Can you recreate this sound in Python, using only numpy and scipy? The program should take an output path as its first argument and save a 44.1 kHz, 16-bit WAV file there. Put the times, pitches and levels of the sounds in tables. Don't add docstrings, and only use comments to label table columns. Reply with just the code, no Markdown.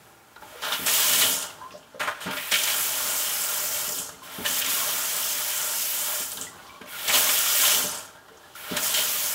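import sys
import numpy as np
from scipy import signal
from scipy.fft import rfft, irfft, next_fast_len
from scipy.io import wavfile
from scipy.ndimage import uniform_filter1d

SR = 44100
rng = np.random.default_rng(int(sys.argv[2]) if len(sys.argv) > 2 else 0)


def log_audio(samples):
    frames = np.atleast_2d(samples).T
    limited = np.clip(frames, -1, 1)
    pcm = np.round(limited * 32767).astype(np.int16)
    wavfile.write(sys.argv[1], SR, pcm)


N = 411894
N_FFT = next_fast_len(N + SR)
TIME_S = np.arange(N) / SR
FREQ_HZ = np.maximum(np.arange(N_FFT // 2 + 1) * SR / N_FFT, 1)

# freq_hz, density_db
ROOM_SPECTRUM = [(18, -60), (30, -16), (81, -10.5), (292, -18), (333, -12), (400, -14.5), (711, -21),
                 (770, -9.5), (832, -14), (1830, -25), (15600, -32)]
# start_s, level_db, pitch_hz
DRAIN_DRIPS = [(0.362, -43, 1403), (0.422, -41, 850), (0.525, -42, 620), (0.548, -41.5, 480),
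               (1.944, -38, 522), (0.722, -22, 3600), (0.735, -30, 3000), (0.738, -29, 4520),
               (4.454, -22, 1774), (4.461, -22, 3000), (1.426, -33, 2900), (1.44, -38, 1420),
               (1.475, -47, 1440), (1.502, -39, 2750), (1.613, -44, 1600), (6.518, -45, 1135),
               (6.681, -46, 1070), (6.766, -43, 1110), (6.89, -37, 2180), (6.905, -38, 3250),
               (6.931, -37, 1420), (8.03, -45, 1400), (8.18, -44.5, 1610), (8.292, -50, 438),
               (8.575, -40, 1710), (2.03, -43, 1630), (2.078, -27, 1360), (2.333, -26.5, 1386),
               (6.695, -45, 2310), (6.748, -45, 2330), (6.812, -35.5, 1560), (8.28, -51, 1650),
               (1.584, -41, 883), (1.614, -33, 1005), (1.647, -39, 1030), (1.717, -44, 1075),
               (1.74, -41, 600), (4.219, -41, 1035), (2.718, -23, 4750), (4.769, -30, 1085),
               (4.814, -28, 1070), (6.469, -37, 1960), (6.537, -46, 1500), (6.592, -41, 1450),
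               (6.622, -42, 2150), (6.829, -45, 594), (6.953, -35, 1390), (8.089, -44, 1560),
               (8.152, -45, 1517), (8.439, -46, 1690), (8.553, -36, 1370)]
# start_s, level_db, centre_hz, t60_s
STEEL_DROPS = [(0.359, -42, 3900, 0.06), (0.686, -20, 3500, 0.015), (1.708, -40, 2750, 0.1),
               (1.718, -42, 5200, 0.26), (1.775, -46, 7000, 0.12), (1.826, -46, 2940, 0.17),
               (3.878, -20, 7000, 0.015), (3.89, -17, 6500, 0.03), (3.931, -20, 6300, 0.02),
               (3.947, -22, 7000, 0.015), (3.986, -18, 7500, 0.04), (4.0, -20, 7800, 0.04),
               (4.03, -24, 7500, 0.015), (4.046, -28, 6500, 0.02), (4.075, -32, 6500, 0.02),
               (4.091, -28, 7300, 0.03), (4.645, -20, 6000, 0.02), (4.661, -17, 7500, 0.02),
               (6.258, -23, 10000, 0.02), (6.318, -25, 8500, 0.03), (6.331, -24, 10500, 0.05),
               (6.412, -16, 7250, 0.033), (6.42, -26, 7500, 0.2), (6.668, -44, 5000, 0.11),
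               (7.949, -24, 8500, 0.02), (7.975, -22, 7000, 0.03), (7.995, -30, 9500, 0.02),
               (8.371, -44, 6200, 0.072)]
# start_s, level_db, t60_s
LEVER_KNOCKS = [(0.422, -43, 0.25), (0.792, -31.5, 0.45), (1.236, -36, 0.11), (1.736, -40.5, 0.31),
                (1.941, -42, 0.11), (2.258, -24.5, 0.21), (2.279, -33, 0.16), (2.517, -34, 0.14),
                (3.879, -36, 0.21), (4.384, -27, 0.18), (4.398, -32, 0.23), (6.2, -37, 0.27),
                (6.808, -35.5, 0.14), (7.087, -40, 0.13), (7.839, -28.5, 0.12), (8.286, -48, 0.13),
                (8.711, -23.5, 0.24)]
# freq_hz, gain_db, t60_s
TAP_MODES = [(111, -16, 0.14), (186.4, -2, 0.13), (277, -3.5, 0.088), (446, -5.5, 0.086), (600, -9, 0.15)]
# start_s, level_db
VALVE_HISSES = [(0.63, -41.5), (2.3, -42), (4.3, -44), (6.875, -43), (8.55, -46)]
# freq_hz, width_hz, gain_db
CUPBOARD_MODES = [(85, 15, -4), (107, 18, -2.5), (138, 71, -10), (189, 28, 3), (223, 62, -7.5),
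                  (271.4, 12, 5), (384, 21, -7.5), (446, 26, 1.5)]
SPOUT_MODES = [(6760, 270, 3), (8700, 350, 4), (10200, 500, -6), (12000, 600, -1)]
BASIN_MODES = [(600, 41.5, 1), (668, 12.6, 4.5), (812, 18, -5), (920, 88, 5), (1062, 136, -5.5),
               (1237, 58, 5), (1380, 48, 4.5), (1530, 72, 4.5), (1636, 61, -1), (1829, 50, 7),
               (2262, 30, 2.5), (2504, 60, 5.5), (2704, 28, -3.5), (2913, 31, 7.5), (3000, 41, -0.5),
               (3142, 110, 6), (3514, 54, 2.5), (3576, 107, 1.5)]
# freq_hz, density_db
SPRAY_SPECTRUM = [(2060, -22.5), (3500, -14), (4300, -6.5), (5260, -4), (7510, 1), (8670, -2), (11400, -1),
                  (12500, -0.5), (15100, 0), (15600, -0.5)]
SPLASH_SPECTRUM = [(250, -11.5), (500, 1.5), (1000, 2.5), (1700, 5.5), (2000, 6.5), (3000, 6), (4200, -1.5),
                   (6000, -5.5), (12000, -11.5)]
FLICKER_BANDS_HZ = [4000, 5600, 7800, 11000, 15000]
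# start_s, fizz_db, spray_db, splash_db, drum_db, t60_s, length_s, rise_s
SPOUT_SPURTS = [(0.616, -33, -57, -49, -34, 3, 0.07, 0.0051),
                (0.69, -35.5, -55, -45, -38, 1.6, 0.023, 0.011),
                (0.714, -26, -54, -37, -40, 2.3, 0.022, 0.0052),
                (1.994, -36.5, -45, -31, -29.5, 0.25, 0.026, 0.004),
                (2.025, -37, -44, -39, -38, 0.49, 0.07, 0.0065),
                (2.072, -51, -53, -45, -32, 0.3, 0.029, 0.0029),
                (2.203, -39.5, -43, -54, -38, 0.44, 0.055, 0.0048),
                (2.26, -45, -64, -41, -31.5, 0.43, 0.1, 0.0018),
                (2.354, -40, -50, -37.5, -64, 0.57, 0.22, 0.011),
                (4.441, -35, -55, -36, -46, 0.25, 0.015, 0.001),
                (6.37, -46, -55, -72, -54, 0.87, 0.11, 0.002)]
# start_s, level_db, spray_rel_db, splash_rel_db, drum_rel_db
SLUGS = [(0.3598, -46, -20, -7.5, 13), (0.42, -51.5, -5, -12, 13), (0.863, -28, -3, 1, 4),
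         (0.878, -26, 2, 3, 1), (0.9398, -33, 4.5, 2, -19), (1.1337, -18, 6, -18, -23),
         (1.216, -27, -8, 11.5, -4), (1.229, -37, -8, -3, -11), (1.423, -24, 4, -25, -15),
         (1.439, -46, -10, -1, 18.5), (1.503, -36, -10, -13, -10), (1.706, -45, -12, 2, -3),
         (1.944, -58, -10, -5, 17), (2.005, -34, -26, 9, 14), (2.012, -39, -26, 4, 2),
         (2.076, -36, -20, 3, 18.5), (2.11, -38, -20, 2, 12), (2.309, -24, -22, -3, -1),
         (2.332, -31, -20, -1, -1), (2.367, -33, -24, 5, -7), (2.375, -29, -29, -2, -9),
         (2.518, -17.5, 4, 2, -5.5), (2.5387, -12, -18, 4, -32), (2.555, -16, -10, -1, -27),
         (2.587, -21, -3, -10, -31), (2.616, -26, 3, -12, -25), (2.635, -21.5, 9, -10, -27),
         (2.6725, -16, -15, -6, -26), (2.699, -20, -5, -12, -20), (2.725, -24, -9, -13, -22),
         (3.8895, -34, 7, -16, -2), (3.98, -32, -5, -13, -18), (4.087, -44, 5, -23, 11.5),
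         (4.449, -27, -10, 4, -11), (4.46, -22, -20, -8, -24), (4.565, -27, -10, -12, -27),
         (4.645, -21, -6, -12, -30), (4.615, -17.5, -15, -5, -33), (4.662, -24.5, 5, -17, -28),
         (6.318, -32, 7, -21, -13), (6.3709, -30, -4, -22, -8), (6.412, -32, -8, -23, -6),
         (6.814, -45, -23, 11, 12), (6.8738, -46, -4, -3, -5), (7.0952, -25, -7, 8.5, -2),
         (7.289, -23.5, -9, 5, 3), (7.649, -18, -7, -15, -27), (7.718, -15, -2, -18, -23),
         (7.741, -19, -6, -16, -18), (8.1524, -47, -10, -13, 2), (8.282, -51, -2, -13, 13),
         (8.768, -22, 6, -1, -6), (8.941, -11, -8, -17, -32)]
# open_s, spray_from_db, spray_to_db, blows_from_db, blows_to_db, shut_s
LEVER_OPENINGS = [(0.41, -56, -41, -59, -38, 1.23), (2.0, -64, -48, -56, -42, 3.9),
                  (4.23, -47, -46, -49.5, -41, 6.32), (6.86, -54, -37, -50, -32.5, 7.72),
                  (8.552, -46, -60, -50, -37.5, 14)]
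# time_s, spray_db, blows_db
JET_CURVES = [
    [(0.862, -23, -29), (0.968, -21.5, -29), (1.2, -20.5, -25), (1.23, -22, -21.5), (1.358, -25.5, -36),
     (1.456, -35.5, -45), (1.55, -63, -57), (1.68, -61, -61.5), (1.95, -66, -63)],
    [(2.515, -32, -25.5), (2.55, -28, -34.5), (2.62, -28, -30.5), (2.74, -25, -34.5), (3.015, -26.5, -36),
     (3.77, -27, -38.5), (3.93, -30, -43.5), (4.0, -31, -45.5), (4.09, -38.5, -52.5), (4.16, -53, -56)],
    [(4.453, -33, -32), (4.483, -27, -33.5), (4.6, -25, -35), (4.63, -34, -38.5), (4.71, -24.5, -32),
     (4.8, -26.5, -35.5), (6.117, -27.5, -38.5), (6.22, -28.5, -41.5), (6.3, -35, -49.5), (6.44, -39, -55),
     (6.5, -48, -68), (6.59, -71, -54.5), (6.8, -81, -55.5)],
    [(7.08, -27, -22), (7.117, -26, -29.5), (7.145, -19.5, -17.5), (7.2, -20.5, -28.5), (7.27, -22.5, -30),
     (7.41, -23.5, -31), (7.55, -22, -29.5), (7.657, -19, -22.5), (7.837, -25.5, -35.5), (7.96, -33.5, -41),
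     (8.065, -45, -56), (8.217, -77, -64.5), (8.5, -63, -57)],
    [(8.765, -31.5, -27.5), (8.81, -29.5, -38.5), (8.84, -24.5, -34), (8.93, -25.5, -36),
     (8.98, -26, -26.5), (9.04, -25.5, -35.5), (9.34, -26.5, -37)],
]
# level_at_steady_db, slope_db_per_db
BLOW_LAWS = [(-41.5, 0.7549), (-40, 0.6135), (-62, 0.9)]
LANDING_SHUDDER_DB = [-50, -53, -50.5, -52, -52]

ROOM_TONE_DB, ECHO_DB, ECHO_T60_S = -54.5, -11.5, 0.47
GURGLE_SPAN_S, GURGLE_SPAN_DB, GURGLE_HZ, GURGLE_BUBBLES = (6.55, 6.86), (-52, -43), 1083, 18
HUM_REL_DB, HUM_WIDTH_HZ = -11, 60
DRIP_T60_CYCLES = 165
THUD_REL_DB, PUSH_S = -4, 0.002
VALVE_LOW_HZ, VALVE_SWELL_DB_PER_S, TOP_HZ = 11500, 25, 15720
CREST_DB = 7
SLAP_T60_S, SLAP_TOP_HZ, CLANG_REL_DB = 0.05, 9050, -8.5
LANDING_T60_S, SHUT_SHUDDER_DB, SHUT_T60_S = 3.4, -48.5, 1.55
IDLE_SPRAY_DB, IDLE_BLOWS_DB, STEADY_BLOWS_DB, JUMP_S = -65, -69, -36, 0.005
THINNING_S, THIN_SPLASH_DB = 0.075, -26
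DULL_LAG_S, DULL_DB_PER_S, DULL_MAX_DB = 0.07, 45, 6
SPIT_LOW_HZ = 840


def undb(db):
    return 10 ** (np.asarray(db) / 20)


def unit(x):
    return x / np.sqrt(np.mean(x ** 2))


def colour(points):
    hz, db = np.transpose(points)
    return undb(np.interp(np.log(FREQ_HZ), np.log(hz), db))


def ring(modes):
    return sum((-1) ** k * undb(db) * 1j * FREQ_HZ * width / (hz ** 2 - FREQ_HZ ** 2 + 1j * FREQ_HZ * width)
               for k, (hz, width, db) in enumerate(modes))


def lowpass(hz, order):
    return signal.freqs(*signal.butter(order, hz, "low", analog=True), FREQ_HZ)[1]


def highpass(hz, order):
    return signal.freqs(*signal.butter(order, hz, "high", analog=True), FREQ_HZ)[1]


def through(x, response):
    return irfft(rfft(x, N_FFT) * response, N_FFT)[:N]


def excite(drive, envelope, response):
    return through(unit(drive) * envelope, response / np.sqrt(np.mean(np.abs(response) ** 2)))


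def walk(rate_hz):
    hold = int(SR / rate_hz)
    steps = np.repeat(rng.standard_normal(N // hold + 1), hold)
    return unit(uniform_filter1d(uniform_filter1d(steps, hold), hold)[:N])


def impulses(starts_s, levels_db):
    return np.bincount((starts_s * SR).astype(int), undb(levels_db), N)


def fades(starts_s, levels_db, t60s_s, rise_s):
    out = np.zeros(N)
    for start_s, db, t60_s in np.broadcast(starts_s, levels_db, t60s_s):
        i = int(start_s * SR)
        t = TIME_S[:min(int(t60_s * SR), N - i)]
        out[i:i + len(t)] += undb(db - 60 * t / t60_s) * (1 - np.exp(-t / rise_s))
    return out


def patter(rate_hz, spread_db, tail_s, depth):
    hits = (rng.random(N) < rate_hz / SR) * undb(spread_db * np.minimum(rng.exponential(size=N), 3))
    bursts = signal.lfilter([1], [1, -np.exp(-1 / (tail_s * SR))], hits)
    return rng.standard_normal(N) * (1 + depth * unit(bursts))


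def bubbles(rate_hz, low_hz, high_hz, decay_cycles, spread_db, samples):
    when, pitch, strength = rng.random((int(rate_hz * N / SR), 3)).T
    hz, t = (low_hz * (high_hz / low_hz) ** pitch)[:, None], TIME_S[:samples]
    gain = undb(-spread_db * np.log(np.maximum(strength, .1)))[:, None]
    notes = gain * np.sin(2 * np.pi * hz * t) * np.exp(-t * hz / decay_cycles)
    index = (when * (N - samples)).astype(int)[:, None] + np.arange(samples)
    return unit(np.bincount(index.ravel(), notes.ravel(), N))


def room_tone():
    gain = undb(ROOM_TONE_DB + 2.1 * walk(5.5))
    return gain * unit(through(rng.standard_normal(N), colour(ROOM_SPECTRUM)))


def kitchen_echo(direct):
    t = TIME_S[:int(.8 * SR)]
    tail = rng.standard_normal(len(t)) * undb(-60 * t / ECHO_T60_S) * (t > .004)
    tail = signal.lfilter([1], [1, -.3], tail)
    return undb(ECHO_DB) * signal.fftconvolve(direct, tail / np.sqrt(np.sum(tail ** 2)))[:N]


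def drain_hum():
    swell_db = np.interp(TIME_S, GURGLE_SPAN_S, GURGLE_SPAN_DB, left=-120, right=-120)
    envelope = uniform_filter1d(undb(swell_db + HUM_REL_DB + 3 * walk(30)), size=500)
    return envelope * unit(through(rng.standard_normal(N), ring([(GURGLE_HZ, HUM_WIDTH_HZ, 0)])))


def gurgle():
    late, weak, pitch = rng.random((GURGLE_BUBBLES, 3)).T
    progress = (np.arange(GURGLE_BUBBLES) + late) / GURGLE_BUBBLES
    starts_s = np.interp(progress, (0, 1), GURGLE_SPAN_S)
    levels_db = np.interp(progress, (0, 1), GURGLE_SPAN_DB) - 6 * weak
    return np.transpose([starts_s, levels_db, GURGLE_HZ * (1 + .05 * (pitch - .5))])


def drips():
    out = np.zeros(N)
    events = np.concatenate([DRAIN_DRIPS, gurgle()])
    for (start_s, db, hz), (phase, beat) in zip(events, rng.random((len(events), 2))):
        t60_s = DRIP_T60_CYCLES / hz
        i, t = int(start_s * SR), TIME_S[:int(t60_s * SR)]
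        wobble = 1 + 0.56 * np.cos(2 * np.pi * (50 + 40 * beat) * t)
        note = np.sin(2 * np.pi * (hz * t * (1 + 0.304 * t) + phase))
        out[i:i + len(t)] += undb(db - 60 * t / t60_s) * (1 - np.exp(-t / 0.0015)) * wobble * note
    return out * undb(2.8 * walk(150))


def drops():
    out, t = np.zeros(N), TIME_S[:SR // 4]
    for start_s, db, hz, t60_s in STEEL_DROPS:
        band = signal.butter(2, [hz / 1.15, hz * 1.15], "band", fs=SR, output="sos")
        noise = unit(signal.sosfilt(band, rng.standard_normal(len(t))))
        i = int(start_s * SR)
        out[i:i + len(t)] += undb(db - CREST_DB - 60 * t / t60_s) * noise
    return out


def lever_knocks():
    starts_s, db, t60_s = np.transpose(LEVER_KNOCKS)
    t = TIME_S[:SR // 4]
    thud = sum(undb(mode_db - 60 * t / mode_t60_s) * np.sin(2 * np.pi * hz * t)
               for hz, mode_db, mode_t60_s in TAP_MODES)
    thud *= 1 - np.exp(-t / PUSH_S)
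    thuds = signal.fftconvolve(impulses(starts_s, db + THUD_REL_DB), thud)[:N]
    rattle = fades(starts_s, db - 0.5 - CREST_DB, t60_s, rise_s=0.00089)
    body = (ring(CUPBOARD_MODES) + undb(3) * lowpass(380, order=2)) * highpass(103, order=2)
    return thuds + excite(rng.standard_normal(N), rattle, body)


def valve_hiss():
    envelope = np.zeros(N)
    for (start_s, db), curve in zip(VALVE_HISSES, JET_CURVES):
        t = np.maximum(TIME_S - start_s, 0)
        before_landing = TIME_S < curve[0][0]
        envelope += undb(db + VALVE_SWELL_DB_PER_S * t) * (1 - np.exp(-t / 0.018)) * before_landing
    band = highpass(VALVE_LOW_HZ, order=2) * (FREQ_HZ < TOP_HZ)
    return excite(rng.standard_normal(N), envelope * undb(0.65 * walk(14)), band)


def spurt_envelopes():
    out = np.zeros((4, N))
    for start_s, *levels_db, t60_s, length_s, rise_s in SPOUT_SPURTS:
        t = np.maximum(TIME_S - start_s, 0)
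        shape = (1 - np.exp(-t / rise_s)) * undb(-60 * t / t60_s - 410 * np.maximum(t - length_s, 0))
        out += undb(levels_db)[:, None] * shape
    return out * undb([2.0 * walk(45.45) for _ in out])


def slap_envelope(rel_db):
    starts_s, db = np.transpose(SLUGS)[:2]
    return fades(starts_s, db + rel_db - CREST_DB, SLAP_T60_S, rise_s=.0004)


def slug_clangs():
    starts_s, db, _, splash_rel_db, drum_rel_db = np.transpose(SLUGS)
    registers = ((0, highpass(3250, order=6)),
                 (splash_rel_db, highpass(1570, order=6) * lowpass(3250, order=6)),
                 (drum_rel_db, lowpass(1570, order=6)))
    out = np.zeros(N)
    for rel_db, band in registers:
        response = ring(BASIN_MODES) * band
        contacts = impulses(starts_s, db + rel_db + CLANG_REL_DB)
        out += through(contacts, response) / np.max(np.abs(irfft(response)))
    return out


def jet_controls():
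    rows, since_shut_s = [(0, IDLE_SPRAY_DB, IDLE_BLOWS_DB)], np.zeros(N)
    for opening, curve in zip(LEVER_OPENINGS, JET_CURVES):
        open_s, spray_from_db, spray_to_db, blows_from_db, blows_to_db, shut_s = opening
        rows += [(open_s - JUMP_S, *rows[-1][1:]), (open_s, spray_from_db, blows_from_db),
                 (curve[0][0] - JUMP_S, spray_to_db, blows_to_db), *curve]
        since_shut_s = np.where(TIME_S < open_s, since_shut_s, np.maximum(TIME_S - shut_s, 0))
    times_s, spray_db, blows_db = np.transpose(rows)
    times_s = np.maximum.accumulate(times_s)
    return np.interp(TIME_S, times_s, spray_db), np.interp(TIME_S, times_s, blows_db), since_shut_s


def cupboard_rumble(rumble):
    landings_s = [curve[0][0] for curve in JET_CURVES]
    shuts_s = [opening[-1] for opening in LEVER_OPENINGS[:-1]]
    shudder = fades(landings_s, LANDING_SHUDDER_DB, LANDING_T60_S, rise_s=0.0053)
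    shudder += fades(shuts_s, SHUT_SHUDDER_DB, SHUT_T60_S, rise_s=0.025)
    envelope = (rumble + shudder) * undb(2.5 * walk(5))
    return excite(rng.standard_normal(N), envelope, ring(CUPBOARD_MODES))


def film_bubbles(fizz, drum, blows, thinning):
    large = bubbles(110, low_hz=995, high_hz=4150, decay_cycles=9.4, spread_db=2.9, samples=1200)
    tiny = bubbles(90, low_hz=1935, high_hz=7530, decay_cycles=25, spread_db=3.2, samples=600)
    return undb(-8 - 17 * thinning) * np.sqrt(fizz * drum) * large + undb(-8) * thinning * blows * tiny


def spray(flow, slap, since_shut_s, thinning):
    mist = unit(patter(400, spread_db=1.3, tail_s=0.0031, depth=0.29))
    spectrum = unit(colour(SPRAY_SPECTRUM))
    dull_db = np.clip(DULL_DB_PER_S * (since_shut_s - DULL_LAG_S), 0, DULL_MAX_DB)
    hiss = np.zeros(N)
    for k, weights in enumerate(np.eye(len(FLICKER_BANDS_HZ))):
        band = np.interp(np.log(FREQ_HZ), np.log(FLICKER_BANDS_HZ), weights)
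        band_db = 1.26 * walk(18) - max(k - 2, 0) * dull_db
        hiss += through(mist * flow * undb(band_db), spectrum * band)
    glints = bubbles(700, low_hz=4870, high_hz=14920, decay_cycles=35, spread_db=4.8, samples=300)
    pings = bubbles(110, low_hz=6000, high_hz=11120, decay_cycles=22, spread_db=7.2, samples=600)
    bursts = excite(rng.standard_normal(N), slap, spectrum * lowpass(SLAP_TOP_HZ, order=4))
    return hiss + flow * (undb(-11.5) * glints + undb(-12) * thinning * pings) + bursts


def basin(fizz, splash, drum, spit_drum):
    splash_rel_db, drum_rel_db = np.transpose(SLUGS)[3:]
    steel = ring(BASIN_MODES) + undb(-7.5) * colour(SPLASH_SPECTRUM)
    low, high = lowpass(1654, order=6), highpass(2787, order=10)
    middle = highpass(1654, order=6) * lowpass(2787, order=10)
    registers = ((fizz * undb(1.3 * walk(26)) + slap_envelope(0), high),
                 (splash * undb(0.56 * walk(14)) + slap_envelope(splash_rel_db), middle),
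                 (drum * undb(1.76 * walk(9.2)) + slap_envelope(drum_rel_db), low),
                 (spit_drum, low * highpass(SPIT_LOW_HZ, order=2)))
    return sum(excite(patter(200, spread_db=3.8, tail_s=0.0093, depth=0.32), envelope, steel * band)
               for envelope, band in registers)


def water_jet():
    spray_db, blows_db, since_shut_s = jet_controls()
    thinning = np.minimum(since_shut_s / THINNING_S, 1)
    blows = undb(blows_db)
    splash, drum, rumble = (undb(db + slope * (blows_db - STEADY_BLOWS_DB)) for db, slope in BLOW_LAWS)
    spit_fizz, spit_spray, spit_splash, spit_drum = spurt_envelopes()
    fizz = blows + spit_fizz
    drum += undb(-4.5) * spit_drum
    splash = splash * undb(THIN_SPLASH_DB * thinning) + undb(-14) * thinning * blows + spit_splash
    film = film_bubbles(fizz, drum, blows, thinning)
    surge = undb(0.094 * walk(14))
    steel = basin(fizz * surge, splash * surge, drum * surge, spit_drum)
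    boom = cupboard_rumble(rumble + undb(-13.5) * spit_drum)
    spout = excite(rng.standard_normal(N), spit_spray, ring(SPOUT_MODES))
    spray_rel_db = np.transpose(SLUGS)[2]
    slap = slap_envelope(spray_rel_db) + undb(-13) * spit_spray
    return film + steel + boom + spout + spray(undb(spray_db) * surge, slap, since_shut_s, thinning)


def scene():
    sink = water_jet() + slug_clangs() + valve_hiss() + lever_knocks() + drips() + drops() + drain_hum()
    return np.tile(sink + kitchen_echo(sink) + room_tone(), (2, 1))


def record(dry):
    thin = signal.sosfilt(signal.butter(2, 62., "high", fs=SR, output="sos"), dry)
    return signal.sosfilt(signal.ellip(12, .2, 80, TOP_HZ, fs=SR, output="sos"), thin)


dry = scene()
out = record(dry)
log_audio(out)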